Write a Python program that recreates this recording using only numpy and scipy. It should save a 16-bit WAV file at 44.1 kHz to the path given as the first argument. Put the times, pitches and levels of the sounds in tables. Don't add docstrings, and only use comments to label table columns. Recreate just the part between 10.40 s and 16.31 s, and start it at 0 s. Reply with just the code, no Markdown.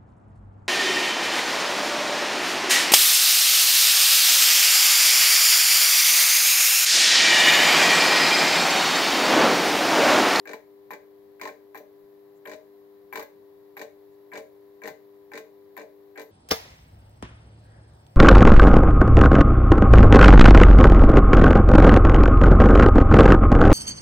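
import sys
import numpy as np
from scipy import signal
from scipy.fft import rfft, irfft
from scipy.io import wavfile

SR = 44100
rng = np.random.default_rng(int(sys.argv[2]) if len(sys.argv) > 2 else 0)


def file_out(sig):
    cols = np.atleast_2d(sig).T
    lim = np.clip(cols, -1, 1)
    pcm = np.round(lim * 32767).astype(np.int16)
    wavfile.write(sys.argv[1], SR, pcm)


def amplitude_ratio(level_db):
    exponent = np.asarray(level_db, float) / 20
    return 10 ** exponent


N = 260631
HUM_HZ = 99.952


def rms_one(x):
    return x / np.sqrt(np.mean(x ** 2) + 1e-20)


def at_hz(points, hz):
    points_hz, points_db = np.transpose(points)
    return np.interp(np.log(np.maximum(hz, 1)), np.log(points_hz), points_db)


def coloured(spectrum):
    hz = np.arange(N // 2 + 1) * SR / N
    white = rng.standard_normal((2, N))
    return rms_one(irfft(rfft(white) * amplitude_ratio(at_hz(spectrum, hz)), N))


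def band(x, order, edges_hz, kind="band"):
    return signal.sosfilt(signal.butter(order, edges_hz, kind, fs=SR, output="sos"), x)


def shell_band(x):
    return band(x, 2, (1430, 2600))


def impulses(times, heights):
    train = np.full(N, 1e-18)
    train[np.round(np.asarray(times) * SR).astype(int)] += heights
    return train


def dying(train, t60):
    return signal.lfilter([1], [1, -amplitude_ratio(-60 / (t60 * SR))], train)


def two_ears(phasor, pan_db, lead):
    left = amplitude_ratio(pan_db / 2) * phasor.imag
    right = amplitude_ratio(-pan_db / 2) * (phasor * np.exp(-1j * lead)).imag
    return np.array([left, right])


def struck(modes, times, levels_db, chatter, spread_db, sense):
    ring_share = .75
    out = 0
    luck = rng.standard_normal((len(times), len(modes)))
    for k, (hz, level_db, t60, pan_db, lead) in enumerate(modes):
        force = impulses(times, amplitude_ratio(levels_db + spread_db * luck[:, k])) + chatter
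        pole = amplitude_ratio(-60 / (ring_share * t60 * SR)) * np.exp(2j * np.pi * hz / SR)
        ringing = signal.lfilter([1], [1, -pole], force)
        out = out + sense ** k * amplitude_ratio(level_db) * two_ears(ringing, pan_db, lead)
    return out


# start in seconds, end in seconds, peak of the strike's jolt in dB,
# knock peak in dB, knock growth in dB per mains cycle.
FLASHES = [(0.055, 0.146, -38.5, -31.5, -1.5), (.506, 0.546, -31, -39.5, 6.5),
           (.997, 1.092, -40, -31, -0.5), (1.346, 1.391, -32.5, -42.5, -14),
           (2.054, 2.142, -40, -33.5, -0.5), (2.726, 2.814, -31, -36, 1.4), (3.368, 3.428, -32, -37, 4),
           (3.918, 3.993, -44, -32, -0.4), (4.418, 4.494, -40.5, -32, 0.7),
           (4.918, 4.992, -37, -31.5, -0.5), (5.367, 5.42, -32, -36.5, -2.5),
           (5.755, 5.824, -52, -31.5, -5.5)]


def arc(late_s=0, early_s=0):
    t = np.arange(N) / SR
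    return sum(1.0 * (t > start + late_s) * (t < end - early_s) for start, end, *_ in FLASHES)


# time
# in seconds, peak in dB, relative level of the high channel modes in dB, relative brightness in dB.
SLAPS = [(.1331, -24.5, -5.5, -2.5), (1.0135, -25, -2, 2.5), (1.0546, -27, 3, -9), (1.077, -40, 2, 7),
         (1.3534, -38.5, 4, -26), (1.3744, -46.5, 6.5, 18), (2.1147, -45, -2, 5), (2.7568, -24, -1.5, 6),
         (2.7739, -23, -4, -8), (2.794, -35.5, 7.5, 8.5), (2.8255, -34.5, -2, 6.5), (3.4139, -33, 0.5, 3),
         (3.9748, -31, -3, 2), (4.4749, -30.5, 0.5, 6.5), (4.9753, -29.5, -20, 2),
         (5.3759, -27.5, -11, -10), (5.7955, -38.5, -6, 7.5), (5.816, -49.5, 8, 11)]
# low channel, high channel, crack and fizz in dB.
JOLT_MIX = (-13, -6, -23.5, -16)
KNOCK_MIX = (-4, -18.5, -13.5, -25)
SLAP_MIX = (-12.5, -7.5, -23, -21)
LET_GO_MIX = (-19, -40, -38)
LET_GO_S, LET_GO_DB = 0.00901, -39
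FIRST_KNOCK_S = .0133
KNOCK_SCATTER_DB, KNOCK_JITTER_S = 0, .0006
HARD_JOLT_DB, JOLT_REACH = -31.5, 0.96
FIZZ_FOLLOWS = 1.3


def blows():
    mains_s = 2 / HUM_HZ
    cycles = FIRST_KNOCK_S + np.arange(int(N / SR / mains_s)) * mains_s
    luck = rng.standard_normal((len(cycles), 2))
    rows = []
    for start, end, jolt_db, knock_db, growth_db in FLASHES:
        jolt = jolt_db + np.array(JOLT_MIX)
        jolt[1] += JOLT_REACH * min(jolt_db - HARD_JOLT_DB, 0)
        rows.append((start, jolt_db, *jolt))
        rows.append((end + LET_GO_S, LET_GO_DB - 25, LET_GO_DB, *(LET_GO_DB + np.array(LET_GO_MIX))))
        burning = np.flatnonzero((cycles > start + .003) & (cycles < end))
        for k, i in enumerate(burning):
            db = knock_db + growth_db * k + KNOCK_SCATTER_DB * luck[i, 0]
            rows.append((cycles[i] + KNOCK_JITTER_S * luck[i, 1], db, *(db + np.array(KNOCK_MIX))))
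    for s, db, high_db, bright_db in SLAPS:
        character = np.array([0, high_db, bright_db, FIZZ_FOLLOWS * bright_db])
        rows.append((s, db, *(db + np.array(SLAP_MIX) + character)))
    return np.transpose(rows)


def laminations():
    sizes = amplitude_ratio(6.04 * np.minimum(rng.exponential(1, N), 4)) * rng.choice([-1, 1], N)
    return amplitude_ratio(-66.5) * arc() * sizes * (rng.random(N) < 900 / SR)


# frequency in Hz, level in dB, t60 in seconds,
# left-right difference in dB, left lead in rad.
CHANNEL_LOW = [(207, -15.5, 0.098, 0.5, 0.33), (258, -19.5, 0.2, 1, 0.26), (392.5, -9, 0.064, -5.5, 0.74),
               (441.9, -9.5, 0.52, 1, 0.61), (480, -7.5, 0.068, 13, 0.18), (550, -15.5, 0.46, -5.5, 1),
               (588, -11, 0.25, 4, 0.2), (623, -10, 0.28, 10, 0.27), (703.5, -12, 0.091, 4, 0.16)]
# frequency in Hz, level in dB, t60 in seconds,
# left-right difference in dB, left lead in rad.
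CHANNEL_HIGH = [(767, -10, 0.21, 7, 1.4), (837, -2, 0.11, -11, 0.2), (873, -4, 0.15, -1, 0.98),
                (1009, 0, 0.12, 10, 0.96), (1074, -8.5, 0.17, -11, 0.46), (1159, -10, 0.061, -21, 3.14),
                (1297, -22.5, 0.23, 23, 0.6)]
# frequency in Hz, level in dB, t60 in seconds,
# left-right difference in dB, left lead in rad.
SHELL = [(1563, -17.5, 0.13, 18, 3.8), (1651, -4, 0.089, -0.5, 1.7), (1700, -17.5, 0.026, 9, 0),
         (1822, -0.1, 0.041, 3, -0.14), (1894, -5, 0.034, 16.5, 1), (2036, -6, 0.074, -14.5, -0.45),
         (2077, 1.5, 0.041, 0.5, 3), (2166, -7.5, 0.054, -2, 6.5), (2213, -4.5, 0.094, -11, -1.9),
         (2308, 3, 0.062, 10, 0.22), (2422, -9, 0.062, -26.5, -2.5)]
# frequency in Hz, level in dB per Hz.
CRACK = [(1590, -5), (2700, -4.5), (2910, 0.5), (3160, -8.5), (3720, 1.5), (4110, 3), (4450, -0.5),
         (5440, -7), (5950, -3), (6640, -2), (9500, -13), (12400, -16), (20900, -120)]
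# frequency in Hz, level in dB per Hz.
FIZZ = [(5590, -54.5), (9500, -14), (11100, -10.5), (12500, -8), (12800, -6), (13600, -0.5), (16000, -4)]


def fitting():
    s, shell_db, low_db, high_db, crack_db, fizz_db = blows()
    chatter = laminations()
    low = struck(CHANNEL_LOW, s + 0.00061, low_db - 2.0, amplitude_ratio(-1) * chatter, spread_db=3.5, sense=-0.99)
    high = struck(CHANNEL_HIGH, s + 0.00016, high_db - 2.5, amplitude_ratio(-6) * chatter, spread_db=3.5, sense=-0.95)
    channel = band(low + high, 4, [192, 1700])
    shell = shell_band(struck(SHELL, s, shell_db - 9.5, chatter, spread_db=4.5, sense=0.89))

    crack_train = impulses(s, amplitude_ratio(crack_db - 7.0))
    crack_decay = dying(crack_train, 0.0088) + amplitude_ratio(1.0) * dying(crack_train, 0.11)
    crack = coloured(CRACK) * crack_decay * amplitude_ratio([[3], [-3]])
    fizz_train = impulses(s, amplitude_ratio(fizz_db))
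    fizz_decay = dying(fizz_train, 0.017) + amplitude_ratio(-9.5) * dying(fizz_train, 0.19)
    fizz = coloured(FIZZ) * fizz_decay * amplitude_ratio([[3], [-10]])
    return channel + shell + crack + fizz


# time in seconds, can peak in dB, glass bulb ping in dB,
# ring time in seconds until the strip damps it.
SNAPS = [(.056, -38.5, -67, 0.053), (.135, -51, -64, .02), (.506, -49, -46, 0.034), (.997, -46, -70, 0.014),
         (1.055, -59, -60, 0.051), (1.347, -44, -50, 0.059), (2.055, -38, -50, 0.046),
         (2.727, -33, -42, 0.019), (2.826, -48, -48, 0.0096), (3.366, -42.5, -47.5, 0.082),
         (3.917, -38, -59, 0.05), (4.419, -40, -61, 0.034), (4.467, -41, -48, 0.015),
         (4.916, -46, -63, 0.058), (5.366, -43, -45.5, 0.013), (5.758, -44, -59, 0.055),
         (5.816, -59, -51, 0.086)]
# frequency in Hz, level in dB, t60 in seconds,
# left-right difference in dB, left lead in rad.
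CAN = [(1620, -1, .08, 3, 1.6), (2250, -5, .07, 4, -1.2), (7540, -29, .12, 5, .5),
       (14100, -19, .04, 12, .4)]
# time in seconds, peak in dB.
BOUNCES = [
    (2.059, -46.5),
]
# frequency in Hz, level in dB, t60 in seconds,
# left-right difference in dB, left lead in rad.
CONTACT = [(3150, -1, 0.012, 21.5, 0.44), (4000, -4, 0.014, 15, .5), (5600, -12, .008, 7, .5)]


def starter_can():
    s, can_db, _, _ = np.transpose(SNAPS)
    body = shell_band(struck(CAN[:2], s, can_db, 0, spread_db=2.5, sense=-0.5))
    top = struck(CAN[2:], s, can_db - 3, 0, spread_db=1.0, sense=-0.96)
    bounce = struck(CONTACT, *np.transpose(BOUNCES), 0, spread_db=5.0, sense=-0.8)
    return body + top + bounce


# time in seconds, frequency in Hz,
# level in dB, t60 in seconds.
TWANGS = [
    (1.09, 11000, -70, .2),
    (1.383, 5980, -61, .22),
    (1.383, 9380, -74, .15),
    (1.383, 12050, -68, .2),
    (2.155, 11000, -71, .2),
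    (2.83, 11500, -68, .15),
    (3.99, 11000, -66, .4),
    (4.5, 11000, -71, .2),
    (5.0, 11000, -72, .25),
    (5.82, 12750, -65, .2),
]
# time in seconds, level in dB.
CREEPS = [
    (1.971, -77),
    (3.73, -83),
]


def starter_glass():
    t = np.arange(N) / SR
    bulb = 0
    for at, _, ping_db, ring_s in SNAPS:
        fall_db = 270 * (t - at) + 1600 * np.maximum(t - at - ring_s, 0)
        bulb = bulb + amplitude_ratio(ping_db - fall_db) * (t > at)
    ping = bulb * np.sin(2 * np.pi * 13210 * t)
    twang = 0
    for at, hz, db, t60 in TWANGS:
        decay = amplitude_ratio(db - 60 * np.abs(t - at) / t60) * (t > at)
        twang = twang + decay * np.sin(2 * np.pi * hz * t)
    twang = amplitude_ratio(1.5) * twang * (.6 + .4 * np.cos(2 * np.pi * 31 * t))
    swell = sum(amplitude_ratio(db) * np.exp(-((t - at) / 0.02) ** 2) for at, db in CREEPS)
    creep = swell * coloured([(4500, -40), (6000, -9), (7200, -.5), (8200, -8), (9500, -51)])
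    return (ping + twang) * amplitude_ratio([[.5], [-11]]) + creep


# multiple,
# amplitude in dB, left-right difference in dB, left lead in rad, phase in rad.
STRONG_HUM = [(4, -49, 4.0, .015, -.8), (3, -58.5, 7.2, .77, 1), (4.5, -85, 1, .3, 0)]
# relative extra drive in dB,
# lag in rad, mode offset in Hz, ring in seconds, early stop in seconds.
ARC_DRIVE = [(10.9, 2.0, -2, .07, .015), (9.6, -1.25, 4, .02, 0), (50.5, 1.65, -12, .065, .015)]
# multiple, relative amplitude in dB, left-right difference in dB, left lead in
FAINT_HUM = [(1.5, -84, 4, .2), (2, -80, 4, .4), (5, -68, 9, 2.05), (6, -76, 0, .65), (7, -80, 0, .7),
             (10, -78, -6, .8), (11, -86, 0, .8)]


def ballast():
    turn = 2 * np.pi * HUM_HZ * np.arange(N) / SR
    hum = 0
    for line, drive in zip(STRONG_HUM, ARC_DRIVE):
        multiple, level_db, pan_db, lead, phase = line
        extra_db, lag, offset_hz, ring_s, early_s = drive
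        fade = np.exp(-1 / (ring_s * SR))
        pole = fade * np.exp(2j * np.pi * offset_hz / SR)
        current = arc(.01, early_s)
        extra = signal.lfilter([1 - fade], [1, -pole], current)
        swing = 1 + amplitude_ratio(extra_db) * np.exp(-1j * lag) * extra
        hum = hum + two_ears(amplitude_ratio(level_db) * swing * np.exp(1j * (multiple * turn + phase)), pan_db, lead)
    for multiple, level_db, pan_db, lead in FAINT_HUM:
        hum = hum + two_ears(amplitude_ratio(level_db + 4.5) * np.exp(1j * multiple * turn), pan_db, lead)
    return hum


def room(x):
    t60_s, wall_cut_hz, level_db = 0.28, 14300, -10.5
    t = np.arange(SR // 2) / SR
    bright = rng.standard_normal((2, len(t)))
    dull = band(bright, 2, wall_cut_hz, "low")
    tail = dull * amplitude_ratio(-60 * t / t60_s) * np.minimum(t / 0.00069, 1)
    tail = tail / np.sqrt(np.sum(tail ** 2, axis=1, keepdims=True))
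    return amplitude_ratio(level_db) * signal.fftconvolve(x, tail, axes=1)[:, :N]


# frequency in Hz, level in dB per Hz.
ROOM_TONE = [(20, -27), (50, -15.5), (100, 0), (150, -6), (250, -1.5), (600, -4.5), (900, -4), (1100, -8),
             (1400, -17.5), (1900, -13), (2500, -28), (3000, -37.5)]
# time in seconds, level in dB.
THUDS = [
    (1.64, -65),
    (1.969, -73),
    (2.65, -66),
    (4.519, -56),
]
# frequency in Hz, level in dB per Hz.
HISS = [(2000, 1), (2600, -3.5), (3200, -3), (4000, 0), (5000, -5.5), (6500, -11.5), (8000, -12),
        (9300, -32), (10500, -5), (12500, 1), (14000, 0), (15700, 1)]


def room_tone():
    t = np.arange(N) / SR
    mid, side = coloured(ROOM_TONE)
    air = amplitude_ratio(-67.5) * np.array([mid + 0.55 * side, mid - 1.2 * side]) * amplitude_ratio([[3.5], [-3]])
    swell = sum(amplitude_ratio(db) * np.exp(-((t - at) / 0.015) ** 2) for at, db in THUDS)
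    rumble = coloured([(20, -16), (60, -13), (150, 2.0), (230, -1), (350, -58)])[0]
    thuds = swell * rumble * amplitude_ratio([[3], [-3]])
    hiss = amplitude_ratio(-67) * coloured(HISS) * amplitude_ratio([[.8], [-.8]])
    return air + thuds + hiss


def scene():
    knocks = fitting()
    knocks = knocks + room(knocks) + starter_can()
    dipped = band(knocks, 2, (8700, 10300), "bandstop")
    return .4 * dipped + .6 * knocks + starter_glass() + ballast() + room_tone()


def band_limit(x):
    return signal.sosfilt(signal.butter(12, 16470, fs=SR, output="sos"), x)


def record(dry):
    top_hz = 16050
    mix = signal.sosfilt(signal.ellip(10, .5, 60, top_hz - 250, fs=SR, output="sos"), dry)
    return band_limit(mix)


dry = scene()
out = record(dry)
file_out(out)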